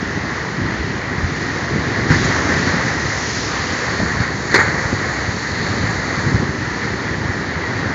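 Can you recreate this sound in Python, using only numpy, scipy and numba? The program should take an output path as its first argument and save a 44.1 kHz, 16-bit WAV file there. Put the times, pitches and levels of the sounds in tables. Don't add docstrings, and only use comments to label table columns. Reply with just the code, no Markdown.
import sys
import numpy as np
from scipy import signal
from scipy.fft import rfft, irfft
from scipy.io import wavfile
from scipy.ndimage import uniform_filter1d
from numba import njit

SR = 44100
rng = np.random.default_rng(int(sys.argv[2]) if len(sys.argv) > 2 else 0)


def transcribe(u):
    v = np.clip(np.atleast_2d(u).T, -1, 1)
    q = np.round(v * 32767).astype(np.int16)
    wavfile.write(sys.argv[1], SR, q)


def decibels_to_gain(level_db):
    exponent = np.asarray(level_db, float) / 20
    return 10 ** exponent


N = 350154
FREQ = np.fft.rfftfreq(N, 1 / SR) + 1e-3

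# frequency in Hz, density in dB per Hz.
RUMBLE_SPECTRUM = [(15, -63.5), (25, -28), (56, -4.5), (91, 2), (160, 0.5), (186, -1.5), (374, -3),
                   (568, 6.5), (700, -17), (910, -47), (1540, -120)]
# centre in seconds, peak level in dB, length at half power in seconds.
GUSTS = [(0.651, -20, 0.1), (0.8, -27, 0.22), (1.224, -24.5, 0.13), (1.45, -26.5, .3),
         (1.765, -19.5, 0.054), (1.9, -28, .25), (2.177, -19, 0.26), (2.548, -21, 0.44), (3.042, -29, 0.11),
         (4.019, -24.5, 0.11), (4.15, -27, 0.27), (4.843, -26, 0.45), (5.76, -25.5, .3),
         (6.377, -21.5, 0.27), (6.934, -28.5, 0.25), (7.3, -30, .4), (7.9, -26, 0.17)]
# peak time in seconds, peak level in dB, pitch in Hz.
PUFFS = [(0.173, -14.5, 183), (0.617, -14, 104), (0.666, -15, 140.5), (1.18, -14.5, 117),
         (1.243, -10, 85.4), (1.321, -14.5, 161), (1.759, -10, 201), (1.786, -12.5, 174),
         (1.99, -12.5, 213), (2.112, -8, 108.7), (2.252, -10, 116), (2.306, -11, 165), (2.674, -14, 141),
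         (2.74, -11, 162), (4.029, -10.5, 188), (4.178, -14.5, 89), (4.206, -9, 114.3),
         (4.691, -14.5, 144.5), (4.859, -15, 98), (4.929, -10, 232), (5.286, -13, 109),
         (5.709, -14.5, 116.6), (5.835, -12, 123), (6.181, -13.5, 135), (6.271, -9, 146),
         (6.322, -10.5, 166), (6.35, -6, 114), (6.428, -9.5, 226), (6.496, -13, 131.5), (7.258, -14.5, 129)]
EDDIES = np.array([(.62, 0.4), (1, 0.8), (1.55, 0.39), (2.3, 0.24), (3.3, 0.1)])
# frequency in Hz, density in dB per Hz.
WATER_SPECTRUM = [(260, -6.5), (450, -5), (628, -9.5), (951, -8), (1530, -7.5), (1850, -1.5), (1940, -2.5),
                  (2190, -8.5), (2710, -16.5), (3470, -18.5), (4350, -13), (5020, -14.5), (6520, -13.5),
                  (7090, -18.5), (7700, -38.5), (10000, -57.5), (16900, -120)]
# time in seconds, surge level in dB, fine foam in dB over the surge.
SURF_SWELL = [(0.0, -26, -16), (0.35, -24.5, -17.5), (1.08, -26, -17), (1.56, -24, -15), (2.08, -23, -17),
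              (2.11, -19, -14.5), (2.61, -20, -14), (2.85, -22, -14), (3.32, -23.5, -7.5),
              (3.65, -22.5, -12), (4.1, -22, -14.5), (4.3, -25.5, -13.5), (4.55, -22.5, -15),
              (4.92, -23.5, -13.5), (6.2, -23.5, -13.5), (6.5, -25.5, -16), (6.95, -24.5, -16.5),
              (7.94, -24, -19.5)]
# frequency in Hz, density in dB per Hz.
SPLASH_SPECTRUM = [(260, -26.5), (450, -6.5), (697, -16.5), (823, -10.5), (1260, -8.5), (1970, 0.5),
                   (2750, -29.5), (4410, -15.5), (5390, -22), (6910, -19.5), (7600, -41), (9880, -62),
                   (16700, -120)]
# start in seconds, rms level in dB, 60 dB decay time in seconds, brightness in dB.
SLAPS = [(2.101, -14.5, 0.18, 10.5), (2.108, -18.5, .06, 6), (2.119, -15.5, 0.11, 8),
         (2.24, -22.5, 0.18, 22), (2.488, -19, 0.34, 6), (2.67, -18.5, 0.52, -3), (2.88, -16.5, .15, -4),
         (3.109, -23, 0.29, 1), (4.2, -18.5, 0.61, 3.5), (4.512, -17, 0.26, -0.5), (4.542, -4, 0.11, -1),
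         (4.557, -10, 0.08, -1.5), (4.578, -14.5, 0.11, 4.5), (4.582, -33, 0.36, 36), (4.587, -13, 0.21, 4),
         (4.6, -16, 0.56, 4), (4.674, -27, 0.16, 1), (6.826, -24.5, 0.3, 1)]
# start in seconds, peak level in dB, pitch in Hz.
THUDS = [(1.723, -16.5, 110.5), (2.1032, -6, 260), (2.1086, -2, 154.5), (2.123, -15, 186),
         (2.491, -11, 278), (2.669, -9.5, 270), (2.88, -17, 303), (4.002, -10, 640), (4.002, -15.5, 163),
         (4.02, -19.5, 224), (4.035, -16.5, 72.7), (4.543, -1, 358), (4.558, -4.5, 396), (4.58, -14, 97),
         (4.589, -9, 330), (4.931, -9.5, 102.4)]
# time in seconds, share from 0 to 1.
FACING = [
    (0, 0),
    (2, 0),
    (3.5, 0),
    (3.9, 0.7),
    (6.25, .9),
    (6.6, .3),
    (7.94, 0.2),
]
# frequency in Hz, gain in dB.
HEAD_ON_RINGS = [
    (2200, 0),
    (3100, -3),
    (3900, 1),
    (4450, 4),
    (4900, -2),
    (5700, -3.5),
    (6500, 0),
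    (7500, 2.5),
]


def unit(x):
    return x / np.sqrt(np.mean(x ** 2))


def colour(x, table):
    hz, db = np.transpose(table)
    gain = decibels_to_gain(np.interp(np.log(FREQ), np.log(hz), db))
    return irfft(rfft(x) * gain, N)


def walk(rate):
    hold = int(SR / rate)
    levels = np.repeat(rng.standard_normal(N // hold + 1), hold)
    smooth = uniform_filter1d(uniform_filter1d(levels, hold), hold)[:N]
    return smooth / smooth.std()


def patchy(x, lo_hz, hi_hz, shared_db, own_db, rate):
    spectrum, out, shared = rfft(x), 0, walk(rate)
    for octave in np.arange(np.log2(lo_hz), np.log2(hi_hz), .5):
        window = np.cos(np.pi * np.clip(np.log2(FREQ) - octave, -.5, .5)) ** 2
        flicker = decibels_to_gain(shared_db * shared + own_db * walk(rate))
        out = out + flicker * irfft(spectrum * window, N)
    return unit(out)


@njit
def ring(start, hz, cycles, size, glide):
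    out = np.zeros(N)
    for g in range(len(start)):
        fade = hz[g] / SR / cycles[g]
        phase = 0.
        for i in range(min(int(5 / fade), N - start[g])):
            phase += 2 * np.pi * hz[g] / SR * (1 + glide * i * fade)
            out[start[g] + i] += size[g] * np.exp(-i * fade) * np.sin(phase)
    return out


def bubbles(count, lo_hz, hi_hz, cycles, spread_db):
    when, pitch, luck = rng.random((count, 3)).T
    start = (when * N).astype(np.int64)
    hz = lo_hz + (hi_hz - lo_hz) * pitch
    loudness_db = -spread_db * np.log(1 - .97 * luck)
    size = decibels_to_gain(loudness_db) * np.sqrt(hz)
    return unit(ring(start, hz, np.full(count, 1. * cycles), size, 0.064))


def gusts():
    t = np.arange(N) / SR
    power = decibels_to_gain(-26) ** 2
    for s, db, length in GUSTS:
        power = power + decibels_to_gain(db) ** 2 * np.exp(-np.log(2) * (2 * (t - s) / length) ** 2)
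    return 10 * np.log10(power)


def wind(wind_db):
    eddies = bubbles(count=900, lo_hz=50.4, hi_hz=472, cycles=0.53, spread_db=3.0)
    air = colour(rng.standard_normal(N) + decibels_to_gain(-19) * eddies, RUMBLE_SPECTRUM)
    rumble = patchy(air, 500 / 2 ** 4.5, 490, shared_db=.5, own_db=0.0, rate=9.1)
    return decibels_to_gain(wind_db + 1.0) * rumble


def puffs():
    t, out, calm = np.arange(N) / SR, np.zeros(N), np.ones(N)
    ratio, strength = np.transpose(EDDIES)
    swings = 2.2
    for (s, db, hz), turn in zip(PUFFS, rng.random((len(PUFFS), len(EDDIES)))):
        near = slice(max(int((s - .1) * SR), 0), int((s + .1) * SR))
        age = t[near] - s
        cycles = np.outer(ratio * hz, age) + turn[:, None]
        swing = strength @ np.cos(2 * np.pi * cycles)
        stretch = np.where(age < 0, .7, 1.5)
        shape = np.exp(-np.log(2) * (2 * age * hz / swings / stretch) ** 2)
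        out[near] += decibels_to_gain(db) * shape * swing
        calm[near] *= 1 - .5 * np.sqrt(shape)
    return out, calm


def surf(roar_db, spray_db, fizz_db):
    bursts = bubbles(count=12000, lo_hz=383, hi_hz=8290, cycles=1.77, spread_db=1.5)
    wash = rng.standard_normal(N) + decibels_to_gain(-10.0) * bursts
    water = colour(wash, WATER_SPECTRUM)
    roar = patchy(water, 481.5, 2500, shared_db=0.73, own_db=0.04, rate=12)
    spray = patchy(water, 500 * 2 ** 2.5, 4500, shared_db=.7, own_db=.6, rate=9)
    fizz = patchy(water, 500 * 2 ** 3.5, 9000, shared_db=.6, own_db=.4, rate=11)
    return decibels_to_gain(roar_db + 0.27) * roar + decibels_to_gain(spray_db - 0.8) * spray + decibels_to_gain(fizz_db + 0.96) * fizz


def splashes():
    out = np.zeros(N)
    dull = unit(colour(rng.standard_normal(N), SPLASH_SPECTRUM))
    bright = unit(np.gradient(np.gradient(dull)))
    for s, db, t60, bright_db in SLAPS:
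        near = np.arange(int(s * SR) + 1, min(int((s + 1) * SR), N))
        age = near / SR - s
        front = 1 - np.exp(-age * decibels_to_gain(db) / 0.0002)
        decay = np.exp(-np.log(1000) * age / t60)
        noise = dull[near] + decibels_to_gain(bright_db - 22.5) * bright[near]
        out[near] += front * decibels_to_gain(db) * decay * noise
    return out


def thuds():
    out = np.zeros(N)
    swings = 2.1
    for s, db, hz in THUDS:
        near = np.arange(int(s * SR) + 1, int((s + .5) * SR))
        age = near / SR - s
        out[near] += decibels_to_gain(db) * np.exp(-age * hz / swings) * np.sin(2 * np.pi * hz * age)
    return out


def scene():
    t = np.arange(N) / SR
    s, surge, foam = np.transpose(SURF_SWELL)
    surge_db, foam_db = np.interp(t, s, surge), np.interp(t, s, foam)
    pushes, calm = puffs()
    spray_db = surge_db - 5.5 + .35 * foam_db
    water = surf(surge_db, spray_db, surge_db + foam_db) + splashes() + thuds()
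    facing = np.interp(t, *np.transpose(FACING))
    water = water + facing * (colour(water, HEAD_ON_RINGS) - water)
    return (water + calm * wind(gusts()) + pushes)[None]


def top_cut(x):
    return signal.sosfilt(signal.butter(12, 15800, fs=SR, output="sos"), x)


def record(dry):
    rate_hz, clip = 16000, .715
    port = colour(dry[0], [(15, -18.5), (35, -8.0), (60, -1.0), (9000, 0)])
    limited = np.clip(port, -clip, clip)
    kept = colour(limited, [(7100, 0), (7600, -1.0), (7900, -13.0), (8000, -21.5), (8100, -120)])
    mirror = 2 * kept * np.cos(2 * np.pi * rate_hz * np.arange(N) / SR)
    leak = colour(mirror, [(7990, -120), (8010, -1), (8300, -9.0), (8700, -21.5), (9150, -45.5), (9260, -120)])
    mix = np.clip(kept + leak, -clip, clip)[None]
    return top_cut(mix)


dry = scene()
out = record(dry)
transcribe(out)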